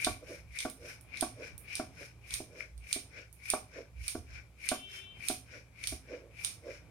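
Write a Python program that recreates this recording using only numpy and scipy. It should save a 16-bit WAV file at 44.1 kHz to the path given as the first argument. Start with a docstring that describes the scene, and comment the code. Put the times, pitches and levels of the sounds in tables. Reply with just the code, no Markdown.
"""Bangles clack over the rub of a wooden rolling pin, worked to and fro on dough on a round, footed board.
Shaped noise rubs, hisses and swishes with each stroke; noise bursts make the clacks near top push speed.
The board rocks in decaying modes, its hollow creaks with stick-slip on the return, and the pin taps it once.
A harmonic horn blasts once far outside; a low hum, floor thumps and air lie under a small hard room.
Two differently tuned microphone ports pick it all up."""
import sys
import numpy as np
from scipy import signal
from scipy.fft import rfft, irfft
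from scipy.io import wavfile
from scipy.ndimage import uniform_filter1d

SR = 44100
rng = np.random.default_rng(int(sys.argv[2]) if len(sys.argv) > 2 else 0)


def wav_out(sig):
    """Save sig, one row per channel (or a flat mono array), as 16-bit PCM at SR to the path in sys.argv[1]."""
    wavfile.write(sys.argv[1], SR, np.round(np.clip(np.atleast_2d(sig).T, -1, 1) * 32767).astype(np.int16))


N = 304290
TIME = np.arange(N) / SR


def undb(db):
    """Decibels to amplitude gain."""
    return 10 ** (np.asarray(db) / 20)


def unit(x):
    """Scale to rms 1."""
    return x / np.sqrt(np.mean(x ** 2))


def colour(x, points, size=4096):
    """Minimum-phase filter through (freq_hz, gain_db) points, built by folding the cepstrum."""
    freq_hz, gain_db = np.transpose(points)
    grid_hz = np.maximum(np.fft.rfftfreq(size, 1 / SR), 1)
    grid_db = np.interp(np.log(grid_hz), np.log(freq_hz), gain_db)
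    cepstrum = irfft(np.log(undb(grid_db)))
    cepstrum[1:size // 2] *= 2
    cepstrum[size // 2 + 1:] = 0
    response = irfft(np.exp(rfft(cepstrum)))
    response = response.reshape((1,) * (x.ndim - 1) + (-1,))
    return signal.fftconvolve(x, response, axes=-1)[..., :x.shape[-1]]


def fade(t_s, t60_s):
    """Exponential decay, 60 dB down at t60_s."""
    return np.exp(-np.log(1000) * t_s / t60_s)


def walk(rate_hz):
    """Random wander: straight lines between normal draws made rate_hz times a second."""
    knots_s = np.arange(0, N / SR + 1, 1 / rate_hz)
    return np.interp(TIME, knots_s, rng.standard_normal(len(knots_s)))


def swell(middle_s, half_s):
    """Speed of one stroke: it gathers, peaks at 1 and dies away, 1/e at half_s either side."""
    return np.exp(-np.minimum(np.abs((TIME - middle_s) / half_s), 20) ** 1.5)


def add(track, start_s, sound):
    """Mix a sound into a track at a time."""
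    start = max(int(start_s * SR), 0)
    part = track[..., start:start + sound.shape[-1]]
    part += sound[..., :part.shape[-1]]


def grains(per_s, spread_db):
    """Dense tiny slips of uneven size, drawn independently for each port."""
    slips = (rng.random((2, N)) < per_s / SR) * rng.standard_normal((2, N))
    boost = np.minimum(rng.exponential(size=(2, N)), 4)
    return slips * undb(spread_db * boost)


# long strokes: clack_s, rub_lead_s, rub_db, swish_db, clack_db, clack_body_db (below 7 kHz against treble)
PUSH_STROKES = [(0.0465, 0.015, -41, -45.5, -34.5, 4.5), (0.604, 0.0065, -46, -50.5, -46, 7.5),
                (1.2097, 0.052, -51.5, -54.5, -31, -10), (1.754, 0.022, -45.5, -55.5, -35.5, -9.5),
                (2.3392, 0.019, -50, -49.5, -31.5, -9.5), (2.9284, 0.02, -48, -49.5, -29.5, -6.5),
                (3.5014, 0.0068, -46.5, -48.5, -28, -10.5), (4.0805, 0.024, -52, -49.5, -32, -9),
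                (4.689, 0.0064, -45.5, -48, -32, -0.5), (5.285, 0.034, -47.5, -47, -28, -7),
                (5.8723, 0.03, -47.5, -50.5, -31, -7.5), (6.4473, 0.027, -50, -49.5, -31, -7)]
# lighter strokes back: middle_s, effort_db
RETURN_STROKES = [(0.329, 2), (0.894, 2.5), (1.452, -0.5), (2.025, 1.2), (2.606, -0.5), (3.185, -4),
                  (3.776, -3.5), (4.352, -3), (4.957, 2), (5.551, -2.5), (6.138, -5), (6.722, -1)]
# handles in the palms: freq_hz, gain_db
RUB_SPECTRUM = [(200, -16.5), (900, -31.5), (1500, -18), (1900, -4), (2300, 4), (2650, -0.5), (3300, -17.5),
                (5000, -18), (16000, -65.5)]
# low wooden grain: freq_hz, gain_db
GRAIN_SPECTRUM = [(500, -11), (900, -19), (1250, -14.5), (1500, 5.5), (1750, 2), (2100, -1.5),
                  (4000, -43.5)]
# flour under the pin: freq_hz, gain_db
HISS_SPECTRUM = [(800, -17.5), (2500, 0), (3400, -8.5), (4750, -6), (5250, 2), (5650, 0.5), (6400, -8),
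                 (7500, -4.5), (10000, -41.5), (16000, -33)]
# sliding bangles: freq_hz, gain_db
SWISH_SPECTRUM = [(2000, -19), (5000, -3.5), (7500, 2.5), (9000, 0), (11000, 0.5), (13500, -5),
                  (16000, -19)]
# in a push the handles rub first, then the bangles clack, then hiss and swish peak
SLIDE_LAG_S = 0.021
PUSH_HALF_S, SLIDE_HALF_S, SWISH_HALF_S, RETURN_HALF_S = 0.055, 0.059, 0.055, 0.055
PUSH_HISS_DB, PUSH_GRAIN_RE_RUB_DB = -51, -13
# return levels at 0 dB effort; swish grows faster than effort, rub slower
RETURN_RUB_DB, RETURN_GRAIN_DB, RETURN_HISS_DB, RETURN_SWISH_DB = -56, -56, -57, -66
SWISH_DB_PER_DB, RUB_DB_PER_DB = 2.6, 0.33


def rolling(uneven_db=3.0, slide_uneven_db=2, shift=0.038):
    """Handles rub in the palms, flour hisses and bangles slide: slip noise follows stroke speed; grip wavers."""
    rub_gain = grain_gain = hiss_gain = swish_gain = 0
    for clack_s, lead_s, rub_db, swish_db, _, _ in PUSH_STROKES:
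        turning = swell(clack_s - lead_s, PUSH_HALF_S)
        slide_s = clack_s + SLIDE_LAG_S
        rub_gain = rub_gain + undb(rub_db) * turning
        grain_gain = grain_gain + undb(rub_db + PUSH_GRAIN_RE_RUB_DB) * turning
        hiss_gain = hiss_gain + undb(PUSH_HISS_DB) * swell(slide_s, SLIDE_HALF_S)
        swish_gain = swish_gain + undb(swish_db) * swell(slide_s, SWISH_HALF_S)
    for middle_s, effort_db in RETURN_STROKES:
        speed = swell(middle_s, RETURN_HALF_S)
        rub_effort_db = RUB_DB_PER_DB * effort_db
        rub_gain = rub_gain + undb(RETURN_RUB_DB + rub_effort_db) * speed
        grain_gain = grain_gain + undb(RETURN_GRAIN_DB + rub_effort_db) * speed
        hiss_gain = hiss_gain + undb(RETURN_HISS_DB + effort_db) * speed
        swish_gain = swish_gain + undb(RETURN_SWISH_DB + SWISH_DB_PER_DB * effort_db) * speed
    # changing pressure slides the pitch of the rub: read the noise at a varying rate
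    travel = np.cumsum(1 + shift * walk(22)) % N
    steady_rub = colour(grains(5000, 0.37), RUB_SPECTRUM)
    scrape = np.array([np.interp(travel, np.arange(N), port) for port in steady_rub])
    rub = rub_gain * unit(scrape)
    grain = grain_gain * unit(colour(grains(2000, 0.91), GRAIN_SPECTRUM))
    hiss = hiss_gain * unit(colour(grains(10000, 1.1), HISS_SPECTRUM))
    swish = swish_gain * unit(colour(grains(16000, 1.5), SWISH_SPECTRUM))
    gripped = (rub + grain) * undb(uneven_db * walk(70))
    sliding = (hiss + swish) * undb(slide_uneven_db * walk(120))
    return gripped + sliding


# light touches, full before a clack and thin as the hands turn: start_s, level_db, body_db
BANGLE_TOUCHES = [(0.5883, -46.5, 10.5), (0.6993, -41.5, -18), (1.0105, -56.5, -24), (1.172, -58, 15.5),
                  (1.5793, -46.5, -43), (2.307, -54, 11), (2.7781, -56.5, -14), (3.3277, -54.5, -29),
                  (5.8392, -52, 10.5)]
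# bangle contact: freq_hz, gain_db
BANGLE_SPECTRUM = [(300, -67), (1200, -12.5), (2200, -2), (3600, 9.5), (6000, 2), (9000, 10), (12000, -4),
                   (16000, -11)]


def bangles(clack_db=3.5, snap_t60_s=0.01, chatter_db=-15, chatter_t60_s=0.18, body_share=0.78,
            port_tilt_db=-1, thin_db=-13, sparkle_db=11):
    """Bangles snap together and chatter: noise with a fast and a slow decay, body set per contact."""
    t = TIME[:SR // 8]
    snap = fade(t, snap_t60_s) + undb(chatter_db) * fade(t, chatter_t60_s)
    body_filter = signal.butter(2, 7000, fs=SR, output="sos")
    track = np.zeros((2, N))
    clacks = [(s, db, body_db) for s, _, _, _, db, body_db in PUSH_STROKES]
    for start_s, level_db, body_db in clacks + BANGLE_TOUCHES:
        contact = rng.standard_normal((2, len(t))) * snap
        body = signal.sosfiltfilt(body_filter, contact)
        body_gain = undb(body_share * (body_db + 6.5))
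        contact = contact + (body_gain - 1) * body
        # the thinnest contacts gain treble above 10 kHz
        thinness = np.clip(body_db / thin_db - 1, 0, 1)
        contact = colour(contact, [(9300, 0), (10800, thinness * sparkle_db)])
        add(track, start_s, contact * undb(level_db + clack_db))
    return colour(track, BANGLE_SPECTRUM) * undb([[port_tilt_db], [-port_tilt_db]])


# board rocking onto its foot: start_s, level_db
BOARD_KNOCKS = [(0.0681, -30), (0.6514, -34), (1.224, -32), (1.7965, -34.5), (2.402, -45), (2.9603, -43),
                (3.5348, -32), (4.1508, -39), (4.7164, -31.5), (5.2986, -35.5), (5.9231, -42.5)]
# board modes: freq_hz, level_db, t60_s
BOARD_MODES = [(272, 4.5, 0.078), (323.6, 1.5, 0.06), (400.3, -2, 0.065), (627.6, -2, 0.078),
               (661, 2, 0.039), (726, -8.5, 0.13), (886, -46, 0.065), (1150, -6, 0.073), (1431, -7, 0.049),
               (1543, -3, 0.061)]
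# dull contact noise: freq_hz, gain_db
THUD_SPECTRUM = [(60, -17.5), (180, -13), (280, 11), (480, -1.5), (680, 0), (900, -2), (1450, -4),
                 (1900, -27), (4000, -24.5), (12000, -68.5)]
# knocks above the even level are brighter
EVEN_KNOCK_DB, HARDNESS_DB_PER_DB = -36, 0.97


def knocks(ring_db=-6, thud_db=13, thud_t60_s=0.0059, rattle_db=-15, rattle_t60_s=0.097,
           bounce_s=0.002858, first_db=-5):
    """The foot touches, lands fully a moment later and rattles: modes plus noise, brighter when harder."""
    t = TIME[:SR // 4]
    track = np.zeros(N)
    contact = fade(t, thud_t60_s) + undb(rattle_db) * fade(t, rattle_t60_s)
    for start_s, level_db in BOARD_KNOCKS:
        chance = rng.standard_normal((len(BOARD_MODES), 2))
        ring = 0
        # the weight of the hands shifts each mode a little
        for (freq_hz, mode_db, t60_s), (detune, place) in zip(BOARD_MODES, chance):
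            tone = np.sin(2 * np.pi * freq_hz * (1 + 0.014 * detune) * t)
            ring = ring + undb(mode_db + 1.1 * place) * fade(t, t60_s) * tone
        # two independent thuds: first touch and landing share the ring
        thuds = colour(rng.standard_normal((2, len(t))) * contact, THUD_SPECTRUM)
        tilt_db = HARDNESS_DB_PER_DB * (level_db - EVEN_KNOCK_DB)
        tilt = [(330, -tilt_db / 2), (650, tilt_db / 3), (1400, tilt_db)]
        blows = undb(ring_db) * ring + undb(thud_db) * thuds
        touch, landing = undb(level_db) * colour(blows, tilt)
        add(track, start_s, undb(first_db) * touch)
        add(track, start_s + bounce_s, landing)
    return track


# board creaking under the returning pin: middle_s, half_s, level_db
BOARD_CREAKS = [(0.232, 0.012, -51), (0.314, 0.023, -46), (0.846, 0.039, -52), (1.414, 0.034, -48.5),
                (2.019, 0.021, -52.5), (2.57, 0.075, -57.5), (3.19, 0.048, -62), (3.791, 0.032, -47),
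                (5.56, 0.032, -56.5), (6.134, 0.031, -44), (6.24, 0.066, -60), (6.684, 0.03, -44)]
# hollow under the board: freq_hz, gain_db
CREAK_SPECTRUM = [(150, -41.5), (270, -5), (400, -3), (475, 2.5), (620, -1), (780, -32), (1100, -21),
                  (2500, -55)]


def creaks(creak_db=-1, slip_hz=118, jitter=0.2):
    """Uneven stick-slip pulses and steady drag noise sound the hollow under the board."""
    phase = np.cumsum(slip_hz * np.exp(jitter * walk(150))) / SR
    slips = np.diff(np.floor(phase), prepend=0) * undb(walk(90))
    voice = colour(unit(slips) + rng.standard_normal(N), CREAK_SPECTRUM)
    # the hands keep the load even: level out over 1/30 s so only the stroke sets loudness
    voice = voice / np.sqrt(uniform_filter1d(voice ** 2, size=SR // 30))
    stroke_gain = sum(undb(db + creak_db) * swell(s, half_s) for s, half_s, db in BOARD_CREAKS)
    return voice * stroke_gain


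# pin tapping the board: start_s, level_db
PIN_TAPS = [(2.6064, -30.5)]


def taps(tap_db=6, contact_s=0.00078, pitch_hz=2150, t60_s=0.012, crack=0.22):
    """Bare wood on wood: a short, dry decaying sine with some grain noise."""
    t = TIME[:SR // 10]
    track = np.zeros(N)
    envelope = np.minimum(t / contact_s, 1) * fade(t, t60_s)
    for start_s, level_db in PIN_TAPS:
        noise = unit(colour(rng.standard_normal(len(t)), GRAIN_SPECTRUM))
        note = np.sin(2 * np.pi * pitch_hz * t) + crack * noise
        add(track, start_s, undb(level_db + tap_db) * envelope * note)
    return track


# horn harmonics: harmonic_number, level_db
HORN_HARMONICS = [(1, -13), (6, -11.5), (7, -1), (8, 3.5), (9, -5), (10, -14)]
HORN_START_S, HORN_HOLD_S, HORN_ATTACK_S, HORN_T60_S, HORN_DB = 4.69, 0.38, 0.025, 0.73, -56


def horn(pitch_hz=389, flutter_db=3.3, waver=0.0027):
    """A vehicle horn's buzzing diaphragm far outside; echoes on the way flutter each harmonic on its own."""
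    phase = 2 * np.pi * np.cumsum(pitch_hz * (1 + waver * walk(40))) / SR
    ports = np.zeros((2, N))
    for port in ports:
        for number, level_db in HORN_HARMONICS:
            flutter = undb(level_db + flutter_db * walk(45))
            port += flutter * np.sin(number * phase + 1.2 * walk(40))
    t = TIME - HORN_START_S
    attack = np.clip(t / HORN_ATTACK_S, 0, 1)
    blast = attack * fade(np.maximum(t - HORN_HOLD_S, 0), HORN_T60_S)
    return ports * blast * undb(HORN_DB)


# appliance hum: pitch_hz, rms_db
HUM_TONES = [(60.5, -63), (115, -63.5), (162, -74)]
# weight shifting on board and floor: middle_s, half_s, level_db
WEIGHT_SHIFTS = [(0.12, 0.059, -44), (0.456, 0.082, -52), (1.546, 0.033, -46.5), (2.344, 0.038, -48),
                 (2.78, 0.081, -52), (4.007, 0.074, -46), (4.194, 0.023, -44), (4.346, 0.095, -48),
                 (5.926, 0.063, -45)]
# thump through the floor: freq_hz, gain_db
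THUMP_SPECTRUM = [(20, -57), (38, -17.5), (58, 10), (80, 0), (105, -8.5), (150, -22.5), (300, -42.5),
                  (1000, -64.5)]
# quiet room air: freq_hz, gain_db
AIR_SPECTRUM = [(20, -19), (38, -8), (60, -4), (80, 10.5), (120, 3.5), (200, -7), (500, -14.5), (1000, -20),
                (2400, -19.5), (4000, -34.5), (12000, -49.5), (16000, -58)]


def background(air_db=-61, rumble_db=2.0, waver_db=3.0, side_db=-9):
    """Hum of wandering sines, dull floor thumps of swelling low noise, and quiet air noise."""
    hum = 0
    for pitch_hz, rms_db in HUM_TONES:
        gain = undb(rms_db + waver_db * walk(11)) * np.sqrt(2)
        phase = 2 * np.pi * np.cumsum(pitch_hz + 2.46 * walk(12)) / SR
        hum = hum + gain * np.sin(phase)
    # each noise is mostly common to the ports
    thump_noise = rng.standard_normal(N) + undb(side_db) * rng.standard_normal((2, N))
    thumps = unit(colour(thump_noise, THUMP_SPECTRUM))
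    weight = sum(undb(db + rumble_db) * swell(s, half_s) for s, half_s, db in WEIGHT_SHIFTS)
    air_noise = rng.standard_normal(N) + 0.45 * rng.standard_normal((2, N))
    air = unit(colour(air_noise, AIR_SPECTRUM))
    return hum + thumps * weight + air * undb(air_db + 2.9 * walk(5.23))


ROOM_T60_S = 0.26


def room(x, wet_db, shared_hz=800):
    """Close hard walls: convolve with a dense decaying noise tail whose bass is common to both ports."""
    t = TIME[:SR // 2]
    noise = rng.standard_normal((2, len(t)))
    low_pass = signal.butter(2, shared_hz, fs=SR, output="sos")
    high_pass = signal.butter(2, shared_hz, "high", fs=SR, output="sos")
    low = signal.sosfilt(low_pass, rng.standard_normal(len(t)))
    high = signal.sosfilt(high_pass, noise)
    build_up = 1 - fade(t, 0.031)
    tail = (low + high) * fade(t, ROOM_T60_S) * build_up
    tail = unit(tail) / np.sqrt(len(t))
    x = x * np.ones((2, 1))
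    return x + undb(wet_db) * signal.fftconvolve(x, tail, axes=1)[:, :N]


def scene():
    """All sources in and around the kitchen."""
    rubbing = room(rolling() + creaks(), wet_db=-8.5)
    clacking = room(bangles(), wet_db=-4.5)
    wood = room(knocks() + taps(), wet_db=-6.5)
    return rubbing + clacking + wood + horn() + background()


# left port cavity: freq_hz, gain_db
LEFT_RESPONSE = [(100, -2.5), (1200, 3.5), (1800, 0), (2150, 4.5), (2370, 11), (2650, 0), (3100, 3.5),
                 (4500, 2.5), (6500, 2), (7800, -27), (8800, -10.5), (16000, -5)]
# right port cavity: freq_hz, gain_db
RIGHT_RESPONSE = [(100, 0), (700, 6), (1400, -0.5), (2000, -10.5), (2500, -4.5), (3500, 0), (6500, 3.5),
                  (7900, -4.5), (8550, 9), (10000, 8), (11500, 3.5), (16000, 3)]
TOP_HZ = 16300


def record(dry, hiss_db=-77):
    """Each microphone port has its own cavity resonance; electronics hiss faintly and the top is cut."""
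    ports = np.array([colour(dry[0], LEFT_RESPONSE), colour(dry[1], RIGHT_RESPONSE)])
    hiss = undb(hiss_db) * colour(rng.standard_normal((2, N)), [(11000, 5.5), (15000, -5.0)])
    top_cut = signal.ellip(8, 0.2, 70, TOP_HZ, fs=SR, output="sos")
    return signal.sosfilt(top_cut, ports + hiss)


dry = scene()
out = record(dry)
wav_out(out)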